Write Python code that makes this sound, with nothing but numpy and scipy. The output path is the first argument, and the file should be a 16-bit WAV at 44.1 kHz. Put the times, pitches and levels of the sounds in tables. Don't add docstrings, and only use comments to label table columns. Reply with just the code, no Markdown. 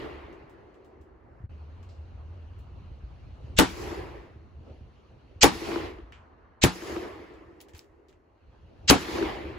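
import sys
import numpy as np
from scipy import signal
from scipy.fft import rfft, irfft, next_fast_len
from scipy.io import wavfile
from scipy.ndimage import uniform_filter1d, map_coordinates

SR = 44100
rng = np.random.default_rng(int(sys.argv[2]) if len(sys.argv) > 2 else 0)


def master(y):
    cut = np.clip(np.atleast_2d(y).T, -1, 1)
    pcm = np.round(cut * 32767)
    wavfile.write(sys.argv[1], SR, pcm.astype(np.int16))


N = 422478

# frequency in Hz, left-right correlation of the noise.
STEREO_LIKENESS = [(60, 0.97), (350, 0.58), (1000, 0.08), (1800, 0.28), (3000, 0.52), (6000, 0.081),
                   (7500, 0.83), (15000, .93)]

# seconds after the shot, body level in dB,
# treble level in dB, top level in dB.
VALLEY_COURSE = [(.07, -35.5, -21.5, 2), (.15, -28.5, -20, -13.5), (.19, -27, -19.5, -12),
                 (.26, -18.5, -18.5, -12.5), (.38, -19, -19.5, -21.5), (.52, -26.5, -27, -32),
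                 (.68, -34, -31.5, -40), (.8, -36.5, -39, -46), (1.1, -40.5, -49.5, -51),
                 (1.5, -47.5, -57.5, -57), (1.9, -56.5, -54, -46)]
# body in dB, treble in dB, top in dB, bass in dB,
# seconds after the shot when the extra fade begins, that fade in dB per second.
VALLEY_ANSWERS = [(4, 2, -6, -27, 2.06, 32), (0, -2, -2.5, -26, .6, 40.5), (4, 4, -1, -25.5, 0.43, 83.5),
                  (0.5, -1.5, -2, -30, 1.54, 43.5), (6.5, 6.5, -0.5, -23.5, .7, 30)]
# frequency in Hz, spectral level in dB.
VALLEY_COLOUR = [(60, -44), (170, -17.5), (250, -11.5), (328, 0), (385, -2), (440, -5.5), (560, -11),
                 (1060, -14), (1500, -22), (2000, -17.5), (3000, -19), (4870, -22.5), (7770, -34),
                 (9200, -38.5), (11000, -35), (16000, -44.5)]
# frequency in Hz, spectral level in dB.
RUMBLE_COLOUR = [(12, -41.5), (20, -11.5), (64, 2), (80, 2), (92, -4), (113, -5.5), (166, -15),
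                 (296, -28.5), (400, -30), (520, -69), (880, -120)]
# frequency in Hz, share.
VALLEY_BODY_SHARE = [(500, 0.84), (1800, 0.16)]
VALLEY_TREBLE_SHARE = [(500, 0.0097), (1800, 0.6), (3500, 1.0), (6000, 0.0033)]
VALLEY_TOP_SHARE = [(3500, 0.028), (6000, 0.89)]
EARLIER_SHOT_S = -.42

# time in seconds, level in dB.
BUFFET_LEVEL = [(0, -47), (.88, -60.5), (1.41, -54), (1.47, -41), (1.5, -44.5), (1.74, -48.5),
                (2.88, -46.5), (3.47, -41), (4.1, -45.5), (4.35, -50.5), (4.61, -48.5), (4.96, -56),
                (5.3, -52), (5.89, -44.5), (6.25, -60), (7.1, -55.5), (8.24, -65.5), (8.81, -47),
                (9.07, -51), (9.58, -45)]
# time in seconds, level in dB, extra body in dB, extra treble in dB.
HISS_COURSE = [(0, -26.5, -14, -9), (.8, -43, 2.5, -0.5), (1.44, -36, -2.5, -16), (1.5, -38.5, 0, 1.5),
               (3.3, -39, 0, 3.5), (3.45, -39, 3, 7), (4.4, -40.5, 0.5, 1), (4.58, -43.5, 1.5, 2.5),
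               (4.7, -41.5, 12, 7.5), (4.84, -41, 0.5, 4), (5.401, -40.5, 1.5, 3), (6.1, -34, -4, -6.5),
               (6.6, -35.5, -5, -12), (7.5, -54.5, -3, 7.5), (8.2, -47, -1, -4), (8.6, -42, -0.5, 2.5),
               (8.88, -41.5, 9, 6.5)]
# frequency in Hz, spectral level in dB.
GRASS_COLOUR = [(100, -39.5), (220, -3), (410, -5), (1180, -13), (1900, -21.5), (2300, -23.5), (2800, -22),
                (3500, -31.5), (4300, -28), (5100, -38.5), (6000, -36.5), (7300, -48.5), (11000, -51.5),
                (16000, -68)]
# frequency in Hz, share.
HISS_BODY_SHARE = [(600, 1.0), (1000, 0.0038)]
HISS_TREBLE_SHARE = [(1800, 0.066), (2800, 1.0), (6000, 1.1)]

# start in seconds, tick level in dB, centre in Hz,
# scrape in dB relative to the tick, scrape t60 in seconds, top of the spectrum in dB.
RATTLE_CONTACTS = [(0.3274, -57, 2280, -10, 0.18, -24), (0.496, -62, 1570, -7, .17, -9),
                   (0.7427, -72, 1510, 3, 0.15, -25), (0.8464, -70, 1540, -1, 0.2, -13),
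                   (1.0124, -71, 1690, -2, 0.19, -10), (1.8294, -61.5, 1820, -3.5, .17, -21),
                   (1.89, -61, 4170, -4.5, 0.43, -27), (2.5894, -66, 2650, -5, .2, -6),
                   (6.123, -50.5, 1830, -1.5, .3, -53), (7.339, -60, 1820, -7, 0.19, -25),
                   (7.6041, -46.5, 2780, -5.5, 0.13, -16), (7.6133, -46, 7100, -3, 0.06, 2),
                   (7.6244, -56, 6500, -9, 0.088, -3), (7.6849, -62, 2210, 0.5, 0.16, -16),
                   (7.6944, -61, 1910, -10, .1, -12), (7.7353, -55.5, 1820, -4, 0.18, -28),
                   (7.7491, -55, 1840, 0.5, 0.27, -16), (7.7674, -56, 4220, -5, 0.11, -9),
                   (7.7793, -52, 2040, -1.5, 0.069, 4), (7.7926, -36.5, 4400, -21, .13, -14),
                   (7.8444, -64, 3000, -12, .1, -10), (8.0845, -65, 3474, -2.5, 0.18, -17),
                   (8.0944, -62, 2380, -5, .14, -23), (8.1276, -62, 1790, -6, .13, -34)]
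TICK_T60_S = 0.0037
# start in seconds, level in dB, pitch in Hz.
PUFF_HITS = [(0.441, -42, 138), (1.004, -41.5, 80.5), (1.404, -39, 121), (1.44, -29, 101),
             (2.916, -29.5, 65.6), (3.037, -29, 57.5), (3.443, -31.5, 112.3), (3.535, -32, 102),
             (4.36, -37.5, 100), (4.604, -39.5, 117), (4.71, -34, 78), (4.808, -42.5, 214),
             (5.361, -35.5, 91.9), (6.029, -39, 52.4), (7.743, -40, 80)]
DIP_FROM_S, DIP_TO_S, DIP_DB = 1.455, 1.49, -24
# time in seconds, level in dB ahead of its wavering.
DRONE_LEVEL = [(1.47, -92), (1.52, -44.5), (2.2, -44.5), (2.8, -49), (3, -71), (3.4, -87)]

# start in seconds, boom reflections in dB, direct boom in dB, thump in dB,
# crack and the hiss before it in dB, time constant of that hiss's rise in seconds, crack centre in Hz,
# snap in dB, far echoes in dB, left over right in dB, brush in dB.
MUSKET_SHOTS = [(3.5883, -8.5, -6, -12, -21.5, 0.0085, 3195, -9.5, -24, 1.3, -25.5),
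                (5.4333, -6.5, -8, -12.5, -9, 0.0096, 4830, -14.5, -16.5, 1, -24.5),
                (6.638, -13, -6.5, -12.5, -16, 0.0096, 3580, -10, -21, 0.5, -29),
                (8.8999, -6.5, -9, -11.5, -9, 0.0089, 4660, -9.5, -15.5, 1, -25.5)]
# pitch in Hz, relative level in dB, t60 in seconds.
BLAST_SWING = [(72, 4, 0.058), (120, -1, 0.064), (183.4, -12, 0.33)]
# delay in seconds, relative level in dB (unused for the
# direct boom), final pitch of the boom in Hz, t60 in seconds, left over right in dB.
NEAR_PATHS = [(0, -0.5, 283.6, 0.025, 1.5), (.0085, 1, 268.3, 0.087, 0), (0.0253, -7.5, 250, .07, 8),
              (.0440, -19, 270, 0.032, -2.5)]
# delay in seconds, relative level in dB.
FAR_PATHS = [(0.115, -11.5), (.183, -6.5), (0.242, -10.5), (0.254, -12), (0.265, -28), (0.284, -3),
             (0.308, -10), (0.3256, 1.5), (.365, -21), (0.39, -20), (.415, -23.5), (.465, -33),
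             (0.552, -16.5)]
# frequency in Hz, spectral level in dB.
BRUSH_COLOUR = [(25, -29.5), (60, -6), (120, -5.5), (170, -11), (300, -4), (585, -18), (800, -8),
                (1400, -14), (3000, -24.5), (6500, -29), (9000, -26), (11000, -26.5), (16000, -28.5)]
# frequency in Hz, t60 in seconds.
BRUSH_T60 = [(60, 0.15), (300, 0.24), (1000, 0.19), (4000, 0.28), (15000, 0.069)]
# frequency in Hz, spectral level in dB.
SNAP_COLOUR = [(800, -14.5), (3000, 7.0), (7000, -2.5), (15000, -11.0)]

# frequency in Hz, radians by which the left channel leads.
CHANNEL_LEAD = [(0, 0), (1400, .7), (4800, .5), (7450, 0), (8400, -2.9), (9600, -3.2), (10500, -6.2),
                (11650, -6.3), (12600, -9.3), (13750, -9.5), (14700, -12.5)]
TOP_HZ = 16000

SHOT_LEAD = SR // 25
SHOT_T = (np.arange(SR // 2) - SHOT_LEAD) / SR
AFTER_T = np.maximum(SHOT_T, 0)
SHORT_T = np.arange(SR // 10) / SR


def amp(db):
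    return 10 ** (np.asarray(db) / 20)


def pan(db):
    return amp([[db / 2], [-db / 2]])


def unit(x):
    return x / np.sqrt(np.mean(x ** 2) + 1e-20)


def along(points, hz):
    f, v = np.transpose(points)
    return np.interp(np.log(hz + 1), np.log(f + 1), v)


def wobble(rate):
    knots = rng.standard_normal(int(N * rate / SR) + 4)
    return map_coordinates(knots, [np.arange(N) * rate / SR])


def filtered(x, response):
    n = x.shape[-1]
    m = next_fast_len(n + SR // 4)
    return irfft(rfft(x, m) * response(np.fft.rfftfreq(m, 1 / SR)), m)[..., :n]


def coloured(x, spectrum):
    return filtered(x, lambda hz: amp(along(spectrum, hz)))


def band(centre_hz, width_hz):
    return lambda f: 1j * f * width_hz / (centre_hz ** 2 - f * f + 1j * f * width_hz)


def flat(hz, t):
    return 0 * hz


def patches(hz, t, depth_db):
    field = rng.standard_normal((len(hz), len(t)))
    field = uniform_filter1d(field, size=2, axis=0)
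    return depth_db * unit(uniform_filter1d(field, size=14, axis=1))


def air(count, gain_db):
    hz, t, z = signal.stft(rng.standard_normal((2, count)), SR, nperseg=256)
    turn = np.arccos(np.clip(along(STEREO_LIKENESS, hz), 0, 1))[:, None] / 2
    mid = z[0] * np.cos(turn)
    side = z[1] * np.sin(turn)
    stereo = np.array([mid + side, mid - side]) * amp(gain_db(hz[:, None], t))
    return signal.istft(stereo, SR, nperseg=256)[1][:, :count]


def add(track, s, sound):
    k = round(s * SR)
    track[:, k:k + sound.shape[-1]] += sound[..., :N - k]


def valley_roll():
    out = np.zeros((2, N))
    late, body, treble, top = np.transpose(VALLEY_COURSE)
    count = round((late[-1] - late[0]) * SR)
    t = np.arange(count) / SR
    edge = np.clip(np.minimum(t, t[::-1]) / 0.054, 0, 1)
    starts = [EARLIER_SHOT_S] + [row[0] for row in MUSKET_SHOTS]

    def at(course, t):
        return np.interp(t + late[0], late, course)

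    for s, (body_db, treble_db, top_db, bass_db, fade_s, fade_db) in zip(starts, VALLEY_ANSWERS):
        def level(hz, t):
            total = along(VALLEY_BODY_SHARE, hz) * (at(body, t) + body_db)
            total = total + along(VALLEY_TREBLE_SHARE, hz) * (at(treble, t) + treble_db)
            total = total + along(VALLEY_TOP_SHARE, hz) * (at(top, t) + top_db)
            return total + patches(hz, t, depth_db=2.0)

        noise = coloured(air(count, level), VALLEY_COLOUR)
        bass = amp(bass_db + 0.97 * at(body, t)) * unit(coloured(air(count, flat), RUMBLE_COLOUR))
        fade = amp(-fade_db * np.maximum(t + late[0] - fade_s, 0))
        answer = (noise + bass) * edge * fade
        gone = max(0, round(-(s + late[0]) * SR))
        add(out, max(s + late[0], 0), answer[:, gone:])
    return out * amp(0.27 * wobble(40))


def wind_buffeting():
    now = np.arange(N) / SR
    lumps = amp(2.2 * wobble(14)) * air(N, flat)
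    return amp(np.interp(now, *np.transpose(BUFFET_LEVEL))) * unit(coloured(lumps, RUMBLE_COLOUR))


def grass_hiss():
    s, level_db, body_db, treble_db = np.transpose(HISS_COURSE)

    def shape(hz, t):
        body = along(HISS_BODY_SHARE, hz) * np.interp(t, s, body_db)
        treble = along(HISS_TREBLE_SHARE, hz) * np.interp(t, s, treble_db)
        return np.interp(t, s, level_db) + body + treble + patches(hz, t, depth_db=2.0)

    return amp(0.44 * wobble(9.3)) * coloured(air(N, shape), GRASS_COLOUR)


def rattles():
    out = np.zeros((2, N))
    t = np.arange(SR // 5) / SR
    for s, db, centre_hz, scrape_db, t60, top_db in RATTLE_CONTACTS:
        colour = [(600, -25), (centre_hz * .75, -3), (centre_hz, 0), (centre_hz + 1300, -2),
                  (centre_hz + 1900, top_db * .2 - 2), (8600, top_db * .45), (9200, top_db), (15000, top_db)]
        noise = unit(air(len(t), lambda hz, t: along(colour, hz)))
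        tick = amp(-60 * t / TICK_T60_S)
        scrape = amp(scrape_db - 60 * t / t60)
        add(out, s, amp(db) * noise * (tick + scrape))
    return out


def puffs():
    out = np.zeros((2, N))
    t = SHORT_T
    for s, db, hz in PUFF_HITS:
        shape = (1 - np.exp(-t / 0.0004)) * amp(-60 * t * hz / 9)
        add(out, s, amp(db) * np.sin(2 * np.pi * hz * t) * shape)
    return out


def low_drone():
    now = np.arange(N) / SR
    hz = 83 + 5 * wobble(11)
    level_db = np.interp(now, *np.transpose(DRONE_LEVEL)) + 2.4 * wobble(11)
    return amp(level_db) * unit(np.sin(2 * np.pi * np.cumsum(hz) / SR))


def hiss_and_crack(rise_s, centre_hz):
    colour = [(300, -20), (1000, -16), (centre_hz * 0.67, -1), (centre_hz * 0.75, -7), (centre_hz * 1.04, 1),
              (centre_hz * 1.25, -6), (7800, -7), (9000, -30), (9600, -48)]
    rise = np.exp(np.minimum(SHOT_T + 0.0008, 0) / rise_s) * np.clip((SHOT_T + 0.025) / .006, 0, 1)
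    decay = amp(-60 * AFTER_T / .025)
    noise = air(len(SHOT_T), lambda hz, t: along(colour, hz) + patches(hz, t, depth_db=1.0))
    return rise * decay * unit(noise)


def brush():
    scatter = air(len(SHOT_T), lambda hz, t: -60 * t / along(BRUSH_T60, hz) + patches(hz, t, depth_db=1.8))
    out = np.zeros((2, len(SHOT_T)))
    onset = 1 - np.exp(-AFTER_T[SHOT_LEAD:] / 0.0016)
    out[:, SHOT_LEAD:] = unit(coloured(scatter, BRUSH_COLOUR))[:, :-SHOT_LEAD] * onset
    return out


def thump():
    out = np.zeros((2, len(SHOT_T)))
    for hz, db, t60 in BLAST_SWING:
        swing = np.sin(2 * np.pi * hz * AFTER_T + [[0], [1.1]]) * (1 - np.exp(-AFTER_T / 0.002))
        out += amp(db - 60 * AFTER_T / t60) * swing
    return out


def boom(start_hz, end_hz, t60, turn):
    t = SHORT_T
    hz = end_hz + (start_hz - end_hz) * np.exp(-t / .0022)
    ring = np.sin(2 * np.pi * np.cumsum(hz) / SR + [[0], [turn]])
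    return ring * amp(-60 * t / t60) * (1 - np.exp(-t / 0.0012))


def near_booms(boom_db, direct_db, bright):
    out = np.zeros((2, len(SHOT_T)))
    for delay, db, end_hz, t60, side_db in NEAR_PATHS:
        wave = boom(900, end_hz, t60, turn=0.97) * pan(side_db)
        wave_db = boom_db + db if delay else direct_db
        add(out, SHOT_LEAD / SR + delay + .0012, amp(wave_db) * wave)
        late = SHOT_T - delay
        burst = (late > -.002) * amp(-60 * np.abs(late) / 0.026)
        out += amp(boom_db - 11.5 + 4.5 * db) * bright * burst
    return out


def far_echo():
    beat = boom(362, 348, t60=0.04, turn=0.6)
    beats = beat + .8 * np.roll(beat, round(.0092 * SR), axis=1)
    beats = np.roll(beats, round(.003 * SR), axis=1)
    tick = rng.standard_normal(beat.shape) * amp(1 - 60 * SHORT_T / .02)
    dull_beats = filtered(beats, lambda f: 1 / (1 + 1j * f / 1500) ** 2)
    dull_tick = filtered(tick, lambda f: band(1200, 1800)(f) ** 3)
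    return (dull_beats + dull_tick) * pan(2.4)


def musket_shots():
    out = np.zeros((2, N))
    for (s, boom_db, direct_db, thump_db, crack_db, rise_s, crack_hz,
         snap_db, far_db, pan_db, brush_db) in MUSKET_SHOTS:
        bright = unit(air(len(SHOT_T), lambda hz, t: along(SNAP_COLOUR, hz)))
        shot = amp(crack_db) * hiss_and_crack(rise_s, crack_hz)
        shot += amp(snap_db - 60 * np.abs(SHOT_T - .001) / .006) * bright
        shot += near_booms(boom_db, direct_db, bright)
        shot += amp(thump_db) * thump()
        shot += amp(brush_db) * brush()
        add(out, s - SHOT_LEAD / SR, shot * pan(pan_db))
        for delay, db in FAR_PATHS:
            add(out, s + delay, amp(far_db + db) * far_echo())
    return out


def scene():
    now = np.arange(N) / SR
    fall = np.clip((now - DIP_FROM_S) / (DIP_TO_S - DIP_FROM_S), 0, 1)
    rise = np.clip((DIP_TO_S - now) / 0.0047 + 1, 0, 1)
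    mix = valley_roll() + wind_buffeting() + grass_hiss() + rattles() + puffs() + low_drone() + musket_shots()
    return mix * amp(DIP_DB * fall * rise)


def record(dry):
    def channel_response(hz):
        lead = np.interp(hz, *np.transpose(CHANNEL_LEAD))
        return np.exp(np.outer([.5j, -.5j], lead)) / (1 + (30 / (hz + 1)) ** 4)

    channels = filtered(dry, channel_response)
    soft = channels / (1 + np.abs(channels / .88) ** 6) ** (1 / 6)
    return filtered(soft, lambda hz: amp(-100 * np.clip((hz - TOP_HZ) / 300 + 1, 0, 2) ** 2))


dry = scene()
out = record(dry)
master(out)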